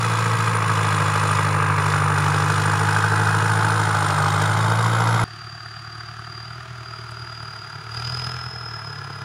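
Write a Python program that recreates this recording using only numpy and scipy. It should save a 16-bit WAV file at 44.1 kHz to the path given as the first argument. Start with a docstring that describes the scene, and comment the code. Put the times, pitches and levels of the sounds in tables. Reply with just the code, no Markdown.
"""A four-cylinder turbo diesel tractor pushes soil towards the listener, labouring under the load.
Every firing gives a knock in the block, a rasping exhaust blast and a low thump, and rings metal parts.
A gear pair hums, the turbocharger whines above, chassis and air rumble below.
After an abrupt change of scene the tractor is far away and slower, its turbo whistling;
there is one dry tick, then one short push of throttle."""
import sys
import numpy as np
from scipy import signal
from scipy.fft import rfft, irfft, next_fast_len
from scipy.io import wavfile
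from scipy.ndimage import uniform_filter1d, map_coordinates

SR = 44100
rng = np.random.default_rng(int(sys.argv[2]) if len(sys.argv) > 2 else 0)


def output_pcm(signal):
    """Save a mono or channel-first signal as 16-bit PCM at the path in sys.argv[1].

    Samples are clipped to [-1, 1] before scaling.
    """
    pcm = np.clip(np.atleast_2d(signal).T, -1, 1) * 32767
    wavfile.write(sys.argv[1], SR, np.round(pcm).astype(np.int16))


N = 407484
TIME_S = np.arange(N) / SR
CUT_S = 5.241  # near scene to far scene


def amp(db):
    """Decibels to gain."""
    return 10 ** (np.asarray(db) / 20)


def unit(x):
    """Scale to rms 1."""
    return x / np.sqrt(np.mean(x ** 2) + 1e-20)


def curve(rows):
    """(t/s, value) rows, interpolated per sample."""
    return np.interp(TIME_S, *np.transpose(rows))


def along(points, hz):
    """(f/Hz, value) rows, interpolated on a log axis."""
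    f, v = np.transpose(points)
    return np.interp(np.log(hz + 1), np.log(f), v)


def swells(rows):
    """Gaussian bumps and dips in dB."""
    return sum(db * np.exp(-((TIME_S - s) / half_s) ** 2) for s, half_s, db in rows)


def noise():
    """White noise, rms 1."""
    return rng.standard_normal(N)


def wobble(rate_hz):
    """Smooth random curve, rate_hz knots a second."""
    return map_coordinates(rng.standard_normal(int(N * rate_hz / SR) + 4), [TIME_S * rate_hz])


def filtered(x, response):
    """Apply a frequency response."""
    size = next_fast_len(N + SR // 4)
    return irfft(rfft(x, size) * response(np.fft.rfftfreq(size, 1 / SR)), size)[:N]


def coloured(x, spectrum, size=4096):
    """Minimum-phase filter: resonances ring after each blow. Rms 1, so spectrum levels are relative."""
    gain_db = np.maximum(along(spectrum, np.fft.rfftfreq(size, 1 / SR)), -70)
    cepstrum = irfft(np.log(amp(gain_db)))
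    cepstrum[1:size // 2] *= 2
    cepstrum[size // 2 + 1:] = 0
    impulse = irfft(np.exp(rfft(cepstrum)))
    return unit(signal.oaconvolve(x, impulse)[:N])


def turning(x, views):
    """Crossfade (t/s, spectrum) views as the tractor moves."""
    times, spectra = zip(*views)
    return sum(np.interp(TIME_S, times, weight) * coloured(x, spectrum)
               for weight, spectrum in zip(np.eye(len(views)), spectra))


def hiss_band(pitch_hz, width_hz):
    """Narrow noise that follows a pitch."""
    a, b = (filtered(noise(), lambda hz: (1 + (hz / width_hz) ** 2) ** -2) for _ in range(2))
    phase = 2 * np.pi * np.cumsum(pitch_hz) / SR
    return unit(a * np.cos(phase) + b * np.sin(phase))


def firings(rate_hz, start_s, start_count):
    """Running firing count; exhaust blasts fall on whole numbers."""
    count = np.cumsum(rate_hz) / SR
    return count - count[round(start_s * SR)] + start_count


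# Cylinder imbalance, scaled by uneven: level/dB
IMBALANCE_DB = [0.97, -1, -1.13, -0.83]
def strengths(fired, scatter_db, uneven, count=1024):
    """Gain of the nearest firing: its cylinder's strength plus chance."""
    level_db = uneven * np.resize(IMBALANCE_DB, count) + scatter_db * rng.standard_normal(count)
    return amp(level_db)[np.round(fired).astype(int) % count]


# Single harder or softer firings: t/s, gain/dB
ACCENTS_DB = [(1.394, 2), (2.182, 1.5), (2.24, 1), (4.42, 3.5), (4.46, 4.5), (6.008, 3.5), (6.3, -2),
              (8.272, 2), (8.935, 2.5), (9.048, 4), (9.22, 1.5)]
def bursts(fired, lead, rise, fall, bed, scatter_db):
    """One envelope peak per firing over a steady bed; lead, rise, fall in firing periods."""
    shifted = fired + lead
    nearest = np.round(shifted)
    age = shifted - nearest
    size = strengths(shifted, scatter_db, uneven=0.71)
    for s, extra_db in ACCENTS_DB:
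        size[nearest == nearest[round(s * SR)]] *= amp(extra_db)
    pulse = unit(size * np.exp(np.where(age < 0, age / rise, -age / fall)))
    return np.sqrt((pulse ** 2 + bed ** 2) / (1 + bed ** 2))


def rattle(fired, repeat, size=3600):
    """Noise whose power share `repeat` recurs every four-cylinder cycle."""
    cycle = fired / len(IMBALANCE_DB) % 1 * size
    pattern = map_coordinates(rng.standard_normal(size), [cycle], mode="grid-wrap")
    return np.sqrt(repeat) * pattern + np.sqrt(1 - repeat) * noise()


# Thump sags as the engine slows: t/s, half length/s, gain/dB
SAGS_DB = [(4.08, 0.26, -2.5), (7.7, .18, -4)]
def thump(fired, orders, lag, uneven, scatter_db):
    """The exhaust pipe swings once a firing, deepest lag periods after the blast."""
    swing = -sum(amp(db) * np.sqrt(2) * np.cos(2 * np.pi * k * (fired - lag)) for k, db in orders)
    strength = uniform_filter1d(strengths(fired - lag, scatter_db, uneven), size=380)
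    return amp(swells(SAGS_DB)) * strength * swing


# Exhaust pipe resonance, near: f/Hz, gain/dB
NEAR_PIPE_DB = [(55, -40), (98, -4), (105, -.5), (114, 1.2), (149, 0), (158, -6.5), (171, -10), (205, -30),
                (265, -32.5), (310, -20.5), (345, -28.5)]
def near_thump(fired, rate_hz):
    """Engine orders 1-6 slide through the pipe resonance."""
    orders = [(k, along(NEAR_PIPE_DB, k * rate_hz)) for k in range(1, 7)]
    return amp(-23.5 + .45 * TIME_S) * thump(fired, orders, lag=.303, uneven=.83, scatter_db=.24)


# Knock's part of the clatter: f/Hz, power share/1
KNOCK_FRACTION = [(300, 0), (700, 0.17), (1100, 0.46), (1600, 0.64), (2300, 0.41)]
# Engine spectra, head-on to side-on: f/Hz, level/dB
FRONT_DB = [(120, -24), (200, -8), (272, -16), (318, -8), (379, -11.5), (478, -2.5), (584, -11.5),
            (752, -11.5), (878, -3), (1250, 4), (1460, -6.5), (1630, -1), (1800, -11), (2480, -11),
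            (2800, -16), (3640, -70), (6160, -120)]
OBLIQUE_DB = [(120, -24), (200, -3.5), (244, -28), (318, -7), (379, -10.5), (478, -3), (571, -18.5),
              (744, -8.5), (869, -1), (1130, -4.5), (1290, 0), (1650, -1.5), (1840, -12), (2510, -22.5),
              (2800, -20), (3640, -52), (6160, -120)]
FLANK_DB = [(120, -36), (200, -4), (244, -17), (329, -3), (401, -9.5), (463, -3.5), (704, -6.5), (769, -1),
            (938, 0.5), (1220, 2.5), (1480, 2), (1800, -13.5), (2080, -7), (2270, -15.5), (2800, -23.5),
            (3640, -16), (6160, -120)]
# Base level of clatter and gear on the approach: t/s, level/dB
APPROACH_DB = [(0, -24), (.9, -22.9), (3.2, -22), (4.2, -22), (4.7, -23), (5.24, -23)]
def near_clatter(fired):
    """Combustion strikes the block about a quarter period before each exhaust blast."""
    knock = rattle(fired, repeat=.25) * bursts(fired, lead=.28, rise=.09, fall=.22, bed=.58, scatter_db=.9)
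    blast = rattle(fired, repeat=.55) * bursts(fired, lead=.02, rise=.23, fall=.3, bed=.9, scatter_db=.6)
    blows = filtered(knock, lambda hz: np.sqrt(along(KNOCK_FRACTION, hz)))
    blows += filtered(blast, lambda hz: np.sqrt(1 - along(KNOCK_FRACTION, hz)))
    views = [(1.6, FRONT_DB), (3.1, OBLIQUE_DB), (4.8, FLANK_DB)]
    return amp(curve(APPROACH_DB) + .4) * turning(blows, views)


def reflected(x, gain, longest_s, max_drift, count=6):
    """Add weak copies off bodywork and ground; their delays drift as the tractor nears."""
    delays_s = rng.uniform(longest_s / 5, longest_s, count)
    drifts = max_drift * rng.uniform(-1, 1, count)
    echoes = np.zeros(N)
    for delay_s, drift in zip(delays_s, drifts):
        lag = np.round(SR * delay_s * (1 + drift * (TIME_S / CUT_S) ** 2)).astype(int)
        echoes += x[np.maximum(np.arange(N) - lag, 0)]
    return unit(x + gain * echoes)


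# Exhaust spectrum, near: f/Hz, level/dB
NEAR_RASP_DB = [(1800, -60), (2900, -1.5), (3500, -0.5), (4500, -4), (5300, -3.5), (6300, -7.5), (7300, -4),
                (8500, -15.5), (10500, -15), (13000, -22.5), (15500, -59)]
# Rasp dips and swells: t/s, half length/s, gain/dB
RASP_SWELLS_DB = [(.63, 0.093, -4), (1.62, 0.18, -4.5), (2.08, 0.093, -3.5), (2.5, .35, 1)]
def near_rasp(gas):
    """Pulsing exhaust gas rasps in the treble."""
    level_db = -35.55 - .0082 * TIME_S + swells(RASP_SWELLS_DB) + .64 * wobble(rate_hz=11)
    return amp(level_db) * reflected(coloured(gas, NEAR_RASP_DB), gain=.2, longest_s=.006, max_drift=.2)


# Metal resonances: f/Hz, width/Hz, relative level/dB
METAL_MODES = [(854, 10.5, 13.5), (1938, 25, 10.5), (2500, 77, 7), (3310, 81, -3), (4000, 42, -2),
               (5210, 280, -14), (6900, 150, -10)]
def metal_ring(gas):
    """Forward-facing parts ring with each firing and fade as the flank comes round."""
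    def response(f):
        return sum(amp(db) * (1j * f * width / (hz * hz - f * f + 1j * f * width)) ** 2
                   for hz, width, db in METAL_MODES)
    facing_db = np.interp(TIME_S, [3.4, 4.6], [0, -8])
    level_db = -38 - .0082 * TIME_S + swells(RASP_SWELLS_DB) + facing_db
    return amp(level_db) * unit(filtered(gas, response))


def gear_hum(fired, teeth_per_firing=16.2):
    """A gear pair on the flank meshes in step with the engine, louder as it comes into view."""
    in_view_db = np.interp(TIME_S, [2.3, 3.4], [-9, 0])
    level_db = curve(APPROACH_DB) - 12.3 + in_view_db + 1.5 * wobble(rate_hz=7)
    phase = 2 * np.pi * teeth_per_firing * fired + .3 * wobble(rate_hz=30)
    return amp(level_db) * np.sqrt(2) * np.sin(phase)


# Turbo blade pitch, near: t/s, f/Hz
NEAR_BLADE_HZ = [(0.0, 9500), (0.53, 9550), (1.72, 9300), (1.97, 9470), (2.38, 9180), (3.69, 9430),
                 (4.33, 8840), (4.85, 9760), (5.15, 10100)]
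# Whine swells and dips: t/s, half length/s, gain/dB
WHINE_SWELLS_DB = [(1.3, 0.11, 4), (3.65, 0.7, 2), (4.95, 0.3, -2.5)]
def near_turbo(fired):
    """The fast turbo gives a breathy whine that pulses after each blast."""
    whine = hiss_band(curve(NEAR_BLADE_HZ), width_hz=360)
    pulses = bursts(fired, lead=-.08, rise=.45, fall=.5, bed=1, scatter_db=3.2)
    return amp(-42.5 + .05 * TIME_S + swells(WHINE_SWELLS_DB)) * whine * pulses


# Rumble spectrum: f/Hz, level/dB
RUMBLE_DB = [(10, -38), (30, -19), (55, -7.5), (130, 21), (200, 6), (300, -22.5), (1000, -25.5)]
def rumble(level_db):
    """Low noise of chassis and air."""
    return amp(level_db) * coloured(noise(), RUMBLE_DB)


# Firing rate, near: t/s, f/Hz
NEAR_FIRING_HZ = [(0.0, 56.4), (0.56, 54.73), (1.0, 51.52), (1.17, 51.75), (2.27, 49.62), (2.62, 51.32),
                  (3.74, 53.85), (4.21, 49.93), (4.91, 56.78), (5.24, 56.94)]
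def near_tractor():
    """Full load: hard knocks alternate with exhaust blasts."""
    rate_hz = curve(NEAR_FIRING_HZ)
    fired = firings(rate_hz, start_s=0, start_count=1.28)
    engine = near_thump(fired, rate_hz) + near_clatter(fired)
    gas = noise() * bursts(fired, lead=.01, rise=.18, fall=.22, bed=.62, scatter_db=1.1)
    return engine + near_rasp(gas) + metal_ring(gas) + gear_hum(fired) + near_turbo(fired) + rumble(-35.5)


def push(start_s=7.88, attack_s=.096, hold_s=.27, release_s=.27):
    """Throttle, 0 to 1: opens, holds, eases off."""
    return np.interp(TIME_S, start_s + np.cumsum([0, attack_s, hold_s, release_s]), [0, 1, 1, 0])


def far_level(start_db, db_per_s, push_db):
    """Distant layer in dB: slow approach plus throttle."""
    return start_db + db_per_s * (TIME_S - CUT_S) + push_db * push()


# Exhaust pipe resonance, far: f/Hz, gain/dB
FAR_PIPE_DB = [(62, -34), (77, -11), (100, -3.5), (118, 1), (138, 0.5), (155, -11), (195, -25.5)]
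def far_thump(fired, rate_hz, level_db):
    """Engine orders 2-5 chug unevenly through the pipe resonance."""
    orders = [(k, level_db + along(FAR_PIPE_DB, k * rate_hz)) for k in range(2, 6)]
    return thump(fired, orders, lag=.25, uneven=1.5, scatter_db=1)


# Engine spectra, far: f/Hz, level/dB
FAR_EARLY_DB = [(120, -31), (200, -26), (270, -25), (333, -11.5), (385, -11.5), (499, -35), (584, -30),
                (696, -6), (961, -17.5), (1230, 0), (1380, -3), (1550, -6), (1740, -7.5), (1870, -11.5),
                (2400, -21), (3120, -53), (5280, -120)]
FAR_MIDDLE_DB = [(120, -37), (200, -28), (257, -28), (306, -14), (354, -6.5), (393, -6.5), (445, -14.5),
                 (510, -47), (648, -3.5), (718, -12.5), (1010, -8.5), (1110, -8), (1380, 3.5), (1550, -7),
                 (2400, -16.5), (3120, -53), (5280, -120)]
FAR_LATE_DB = [(120, -25), (200, -15), (262, -22.5), (459, -9), (566, -31), (648, -11.5), (1010, -9),
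               (1140, -11), (1380, 0.5), (1530, -10.5), (1690, -4.5), (1830, -20), (1990, -10.5),
               (2140, -26), (2400, -16.5), (3120, -75), (5280, -120)]
def far_clatter(fired):
    """Firings rattle the block; the colour shifts as the tractor moves."""
    blows = rattle(fired, repeat=.2) * bursts(fired, lead=-.03, rise=.22, fall=.17, bed=.88, scatter_db=1.4)
    views = [(6.0, FAR_EARLY_DB), (7.0, FAR_MIDDLE_DB), (8.4, FAR_LATE_DB)]
    return amp(far_level(-40.5, db_per_s=.94, push_db=3.3)) * turning(blows, views)


# Exhaust spectrum, far: f/Hz, level/dB
FAR_RASP_DB = [(1700, -17), (2500, 2), (3200, 2), (4200, -3), (5500, -5), (7000, -9), (8500, -20),
               (10800, -22), (13000, -49), (15500, -32)]
def far_rasp(fired, drive):
    """Exhaust gas rasps louder and pulses more deeply as drive rises."""
    gas = noise() * bursts(fired, lead=0, rise=.13, fall=.17, bed=1.65 / drive, scatter_db=1.3)
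    return amp(-49.2) * drive * coloured(gas, FAR_RASP_DB)


# Turbo blade pitch, far: t/s, f/Hz
FAR_BLADE_HZ = [(5.27, 4730), (6.18, 4759), (7.31, 4840), (7.88, 4820), (8.37, 5130), (8.76, 5120),
                (9.17, 4990)]
# Brief whistle fades: t/s, half length/s, gain/dB
WHISTLE_FADES_DB = [(5.3, .12, -3), (6.17, .1, -4), (6.68, .13, -11), (7.07, .08, -5), (7.8, .1, -4),
                    (8.35, .05, -6), (9.06, .07, -9), (9.24, .06, -6)]
def far_turbo(fired, drive, db_per_hz=.012):
    """The slower turbo whistles; each blast lifts its level and bends its pitch, throttle roughens it."""
    pitch_hz = curve(FAR_BLADE_HZ)
    swing_hz = -30 * drive * np.cos(2 * np.pi * (fired - .1)) + 20 * wobble(rate_hz=380)
    whistle = np.sqrt(2) * np.sin(2 * np.pi * np.cumsum(pitch_hz + swing_hz) / SR)
    rough = .088 * drive
    voice = np.sqrt(1 - rough) * whistle + np.sqrt(rough) * hiss_band(pitch_hz, width_hz=210)
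    speed_db = db_per_hz * (pitch_hz - pitch_hz.min())
    flutter_db = 1.2 * wobble(rate_hz=48)
    level_db = -42.8 + speed_db + 7.3 * push() + flutter_db + swells(WHISTLE_FADES_DB)
    return amp(level_db) * voice * bursts(fired, lead=0, rise=.48, fall=.25, bed=.38, scatter_db=.5)


def turbine_hiss(fired):
    """Each blast hisses through the turbine an octave above the whistle."""
    level_db = far_level(-66.5, db_per_s=1, push_db=6.5) + .48 * wobble(rate_hz=11)
    hiss = hiss_band(2 * curve(FAR_BLADE_HZ), width_hz=610)
    return amp(level_db) * hiss * bursts(fired, lead=.01, rise=.17, fall=.24, bed=.32, scatter_db=2)


# Firing rate, far: t/s, f/Hz
FAR_FIRING_HZ = [(5.24, 36.7), (6.34, 37.98), (6.62, 40.38), (6.97, 38.32), (7.3, 38.91), (7.74, 35.36),
                 (8.14, 41.14), (8.5, 41.26), (8.98, 34.69), (9.24, 34.81)]
def far_tractor():
    """Light load: separate chugs that harden when the throttle opens."""
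    rate_hz = curve(FAR_FIRING_HZ)
    fired = firings(rate_hz, start_s=CUT_S, start_count=.5)
    bass_db = far_level(-41.5, db_per_s=1.1, push_db=6.3)
    drive = amp(far_level(0, db_per_s=.19, push_db=9))  # exhaust strength, 1 at the cut
    engine = far_thump(fired, rate_hz, bass_db) + far_clatter(fired) + far_rasp(fired, drive)
    return engine + turbine_hiss(fired) + far_turbo(fired, drive) + rumble(bass_db - 9.5)


# Dry tick: t/s, nominal peak/dB
TICK_PEAKS_DB = [(7.1077, -38)]
def tick(t60_s=.045, crest_db=9):
    """A brief bright puff of noise."""
    envelope = sum(amp(db - crest_db - 60 * np.abs(TIME_S - s) / t60_s) * (TIME_S > s)
                   for s, db in TICK_PEAKS_DB)
    return envelope * coloured(noise(), [(3000, -16), (8000, 16), (15000, -8)])


def scene():
    """The near tractor gives way at once to the far one; mono."""
    return np.where(TIME_S < CUT_S, near_tractor(), far_tractor() + tick())[None]


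def record(dry, top_hz=15750):
    """Brick-wall low-pass."""
    return np.array([filtered(channel, lambda hz: hz < top_hz) for channel in dry])


dry = scene()
out = record(dry)
output_pcm(out)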